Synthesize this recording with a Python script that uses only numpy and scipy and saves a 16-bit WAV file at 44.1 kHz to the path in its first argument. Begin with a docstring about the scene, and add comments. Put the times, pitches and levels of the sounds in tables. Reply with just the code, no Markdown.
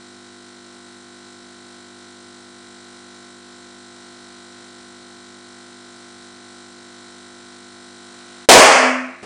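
"""A steady hum and buzz in a small bare room, a faint rustle, a loud bang that roars and dies away, then a soft slap.
A mains-driven diaphragm pump, repeated harmonics plus pulsed air noise, fills a latex balloon.
The tight skin rustles (filtered noise) and bursts: decaying noise bands, room resonances and two beating
hollow modes. A rag of rubber lands (dull noise). The camera's limiter ducks for the bang and its output clips."""
import sys
import numpy as np
from scipy import signal
from scipy.fft import rfft, irfft, next_fast_len
from scipy.io import wavfile
from scipy.ndimage import uniform_filter1d, minimum_filter1d

SR = 44100
rng = np.random.default_rng(int(sys.argv[2]) if len(sys.argv) > 2 else 0)


def wrap_up_sound(samples):
    """Save the sound to the file named by the first command line argument, as 16-bit audio."""
    columns = np.atleast_2d(samples).T
    # keep every value between -1 and 1, then stretch to whole-number steps
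    tamed = np.clip(columns, -1, 1)
    steps = np.round(tamed * 32767).astype(np.int16)
    wavfile.write(sys.argv[1], SR, steps)


N = 407925
T = np.arange(N) / SR
MAINS_HZ = 50.0106  # one pump stroke per mains cycle
BURST_S = 8.4882


def undb(db):
    """Decibels to amplitude gain."""
    return 10 ** (np.asarray(db) / 20)


def spectrum_at(hz, points):
    """Gain at hz, from (frequency [Hz], level [dB]) points on a log-frequency axis."""
    point_hz, point_db = np.transpose(points)
    return undb(np.interp(np.log(hz + 1), np.log(point_hz), point_db))


def noise():
    """White noise of 0 dB per Hz."""
    return rng.standard_normal(N) * np.sqrt(SR / 2)


def colour(x, points):
    """Filter by (frequency [Hz], gain [dB]) points."""
    size = next_fast_len(N)
    gain = spectrum_at(np.fft.rfftfreq(size, 1 / SR), points)
    return irfft(rfft(x, size) * gain, size)[:N]


def walk(rate_hz):
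    """Slow random drift: straight lines between normal random points."""
    hold = int(SR / rate_hz)
    steps = np.repeat(rng.standard_normal(N // hold + 1), hold)
    return uniform_filter1d(steps, hold)[:N]


def fade(age_s, t60_s):
    """Exponential decay from age 0, down 60 dB after t60_s; silent before."""
    return (age_s >= 0) * np.exp(-np.log(1000) * np.maximum(age_s, 0) / t60_s)


def ramp(start_s, length_s):
    """Linear rise from 0 to 1, then held."""
    return np.clip((T - start_s) / length_s, 0, 1)


def low_pass(x, hz):
    """Steep elliptic low-pass."""
    return signal.sosfilt(signal.ellip(10, .1, 80, hz, fs=SR, output="sos"), x)


def load(start_db, rise_db_per_s, free_db):
    """Pump gain: rises evenly in dB with back pressure, then drops once the burst takes the load off."""
    pressure_db = rise_db_per_s * np.minimum(T, BURST_S)
    unload_db = free_db * ramp(BURST_S, length_s=0.07)
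    return undb(start_db + pressure_db + unload_db)


def tapping(turn, t60_s, steady):
    """Air flow through one stroke: fast-dying valve puffs over a steady part, scaled to rms 1."""
    # valve puffs: (position [share of stroke], strength [relative])
    puffs = [(.18, 0.89), (.37, 0.34), (.58, 0.52)]
    flow = steady + sum(strength * fade((turn - at) % 1 / MAINS_HZ, t60_s) for at, strength in puffs)
    return flow / np.sqrt(np.mean(flow ** 2))


def beats(order, count):
    """Quadratic phase lags that split a stroke into count equal beats."""
    return np.exp(-1j * np.pi * order ** 2 / count)


def pump(size=8192, count=204, scatter_db=3.5, jitter_strokes=0.00053, waver_db=0.38, air_db=1.0, smear_hz=1750):
    """Each stroke repeats the same harmonics of diaphragm and housing; air hisses in time with the valves."""
    # lowest harmonics of the stroke: (multiple of stroke rate, level [dB re hum_db])
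    hum_lines = [(1, -29), (2, -13), (3, -23), (4, -5), (5, -0.5), (6, -9), (7, 0.5), (8, -12), (9, -23.5),
                 (10, -13), (11, -23), (12, -24), (13, -15.5), (14, -8), (15, -15), (16, -15), (17, -13.5),
                 (18, -30), (19, -18.5), (20, -12.5), (21, -10.5), (22, -14.5), (23, -20.5), (24, -19.5),
                 (25, -14), (26, -15), (27, -7), (28, -13), (29, -9.5), (30, -6.5), (31, -12.5), (32, -11),
                 (33, -21), (34, -21), (35, -17.5), (36, -15.5), (37, -16), (38, -13.5), (39, -25),
                 (40, -11.5), (41, -15.5), (42, -22), (43, -22), (44, -35)]
    hum_db = -47
    # strong housing partials before load and waver: (frequency [Hz], level [dB rms])
    housing_lines = [(2250, -66), (2998, -68.5), (3101, -65), (3300, -69), (3601, -71), (3650, -64),
                     (3752, -64), (3903, -57), (4151, -61), (4199, -63), (4253, -61), (4452, -75),
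                     (4802, -73), (5399, -64.5), (7300, -65.5), (7553, -67.5)]
    # weaker buzz between them, before scatter: (frequency [Hz], partial amplitude [dB])
    buzz_points = [(2200, -74), (2600, -73.5), (3100, -71), (3450, -67), (3700, -77), (4300, -73.5),
                   (4650, -69), (5300, -71.5), (6100, -71.5), (6700, -78.5), (7400, -91), (8600, -72),
                   (10000, -82.5)]
    # air through valves and hose, before air_db and load: (frequency [Hz], density [dB per Hz])
    air_points = [(25, -101), (60, -96), (110, -92), (200, -86), (600, -89), (1600, -92), (2700, -94.5),
                  (3500, -93), (4000, -86), (4650, -89.5), (5300, -88.5), (6700, -92.5), (7600, -87.5),
                  (10000, -97)]

    turn = np.arange(size) / size
    order = np.arange(count)
    order_hz = order * MAINS_HZ
    scatter = undb(scatter_db * rng.standard_normal(count))
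    partials = spectrum_at(order_hz, buzz_points) * scatter * (order > 0)
    for k, (_, db) in enumerate(hum_lines):
        partials[k + 1] = undb(hum_db + db)
    for hz, db in housing_lines:
        partials[int(round(hz / MAINS_HZ))] = np.sqrt(2) * undb(db)

    # reflections smear the timing of high partials, hardly that of long waves
    smear_rad = np.minimum((order_hz / smear_hz) ** 2, 1.2) * rng.standard_normal(count)
    partials = partials * np.exp(1j * smear_rad)

    # diaphragm thumps on push and return; housing chatters five times a stroke
    is_low = order <= 10
    swing = is_low * beats(order, count=2)
    chatter = ~is_low * beats(order, count=5)
    hum_stroke = irfft(partials * swing, size) * size / 2
    buzz_stroke = irfft(partials * chatter, size) * size / 2

    phase = (MAINS_HZ * T + jitter_strokes * walk(25)) % 1
    hum = np.interp(phase, turn, hum_stroke)
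    buzz = np.interp(phase, turn, buzz_stroke)
    flow = np.interp(phase, turn, tapping(turn, t60_s=0.016, steady=0.42))
    air = colour(noise() * flow, air_points)
    rattle = (buzz + undb(air_db) * air) * undb(waver_db * walk(9))

    hum_load = load(start_db=-0.34, rise_db_per_s=0.01, free_db=-3.5)
    rattle_load = load(start_db=-1.24, rise_db_per_s=0.234, free_db=-9.5)
    return hum * hum_load + rattle * rattle_load


def skin(start_s=8.03, attack_s=0.15, gain_db=-5.5):
    """Overstretched rubber rustles faintly, as filtered noise, until it rips."""
    # rustle before gain_db: (frequency [Hz], density [dB per Hz])
    rustle_points = [(100, -100), (300, -97), (700, -99), (1200, -79), (2300, -85), (3000, -84),
                     (9000, -100)]
    return colour(noise(), rustle_points) * undb(gain_db) * ramp(start_s, attack_s) * (T < BURST_S)


def rag(land_s=9.225, press_s=0.0061, t60_s=0.48):
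    """A rag of rubber lands: a soft, dull noise slap with the room's decay behind it."""
    # slap before its envelope: (frequency [Hz], density [dB per Hz])
    slap_points = [(30, -98), (100, -68), (250, -65), (700, -64), (1300, -73), (2300, -72), (3200, -79),
                   (9000, -85)]
    age_s = T - land_s
    return colour(noise(), slap_points) * np.clip(age_s / press_s, 0, 1) * fade(age_s, t60_s)


def hollow(age_s, gain_db=-6.5, t60_s=1.26):
    """Something hollow rings on: two close modes beat slowly."""
    modes = sum(np.sin(2 * np.pi * hz * age_s) for hz in (254.3, 256.45))
    return undb(gain_db) * fade(age_s, t60_s) * modes


def burst(build_cycles=10, first_share=0.68):
    """The skin rips in an instant: dense echoes fill the room, each band dying at its own rate."""
    # bang in the room before build-up and decay: (band centre [Hz], density [dB per Hz], t60 [s])
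    bang_bands = [(30, -59, .8), (100, -50, 0.6), (190, -17.5, 0.42), (357, -11, 0.46), (506, -6.5, 0.51),
                  (643, -7.5, 0.6), (910, -8, 0.56), (1150, -16, 0.7), (2310, -17.5, 0.72),
                  (2970, -18, 0.56), (3800, -17.5, 0.4), (4730, -18.5, 0.51), (7700, -20.5, 0.46),
                  (10400, -27.5, 0.4)]
    # room resonances set ringing: (frequency [Hz], starting amplitude [dB], t60 [s])
    room_modes = [(276, 5, 0.41), (455, 4, 0.6), (502, 10, 0.33), (543.4, 9.5, 0.62), (638, 7.5, 0.7),
                  (661, 5, 0.66), (760, 5, 0.49), (798, 5, 0.58), (1098, 3.5, 0.72)]

    age_s = T[T >= BURST_S] - BURST_S
    size = next_fast_len(len(age_s))
    echoes = rfft(noise()[:size])
    log_hz = np.log(np.fft.rfftfreq(size, 1 / SR) + 1)
    log_centres = np.log(np.array(bang_bands)[:, 0])
    room = 0
    for one_band, (hz, db, t60_s) in zip(np.eye(len(bang_bands)), bang_bands):
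        share = np.interp(log_hz, log_centres, one_band)
        band_noise = irfft(echoes * share, size)[:len(age_s)]
        # the room needs some cycles to fill, so the boom swells after the crack
        build = 1 - (1 - first_share) * np.exp(-age_s * hz / (np.pi * build_cycles))
        room = room + undb(db) * build * fade(age_s, t60_s) * band_noise

    rings = 0
    for hz, db, t60_s in room_modes:
        wave = np.cos(2 * np.pi * (hz * age_s + rng.random()))
        rings = rings + undb(db) * fade(age_s, t60_s) * wave
    return np.pad(room + rings + hollow(age_s), (N - len(age_s), 0))


def scene():
    """Pump and balloon, summed at one microphone."""
    return (pump() + skin() + rag() + burst())[None]


def limiter(x, top_db, ratio, ahead_s=0.027, window_s=0.0077):
    """Gain falls with level above a threshold, a moment before the loud sound arrives."""
    window, half_ahead = int(window_s * SR), int(ahead_s * SR / 2)
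    power = uniform_filter1d(x ** 2, window)
    level = np.sqrt(np.maximum(power, undb(top_db) ** 2))
    gain = (undb(top_db) / level) ** (1 - 1 / ratio)
    # lowest gain over the coming ahead_s
    held = minimum_filter1d(gain, 2 * half_ahead + 1, origin=-half_ahead)
    return x * uniform_filter1d(held, window)


def record(dry):
    """The camera limits, cuts the treble and clips at full scale, which spills a little treble back."""
    band_hz, top_hz = 10000, 16000
    limited = limiter(dry[0], top_db=-12, ratio=2.76)
    clipped = np.clip(low_pass(limited, band_hz), -1, 1)
    return low_pass(clipped, top_hz)[None]


dry = scene()
out = record(dry)
wrap_up_sound(out)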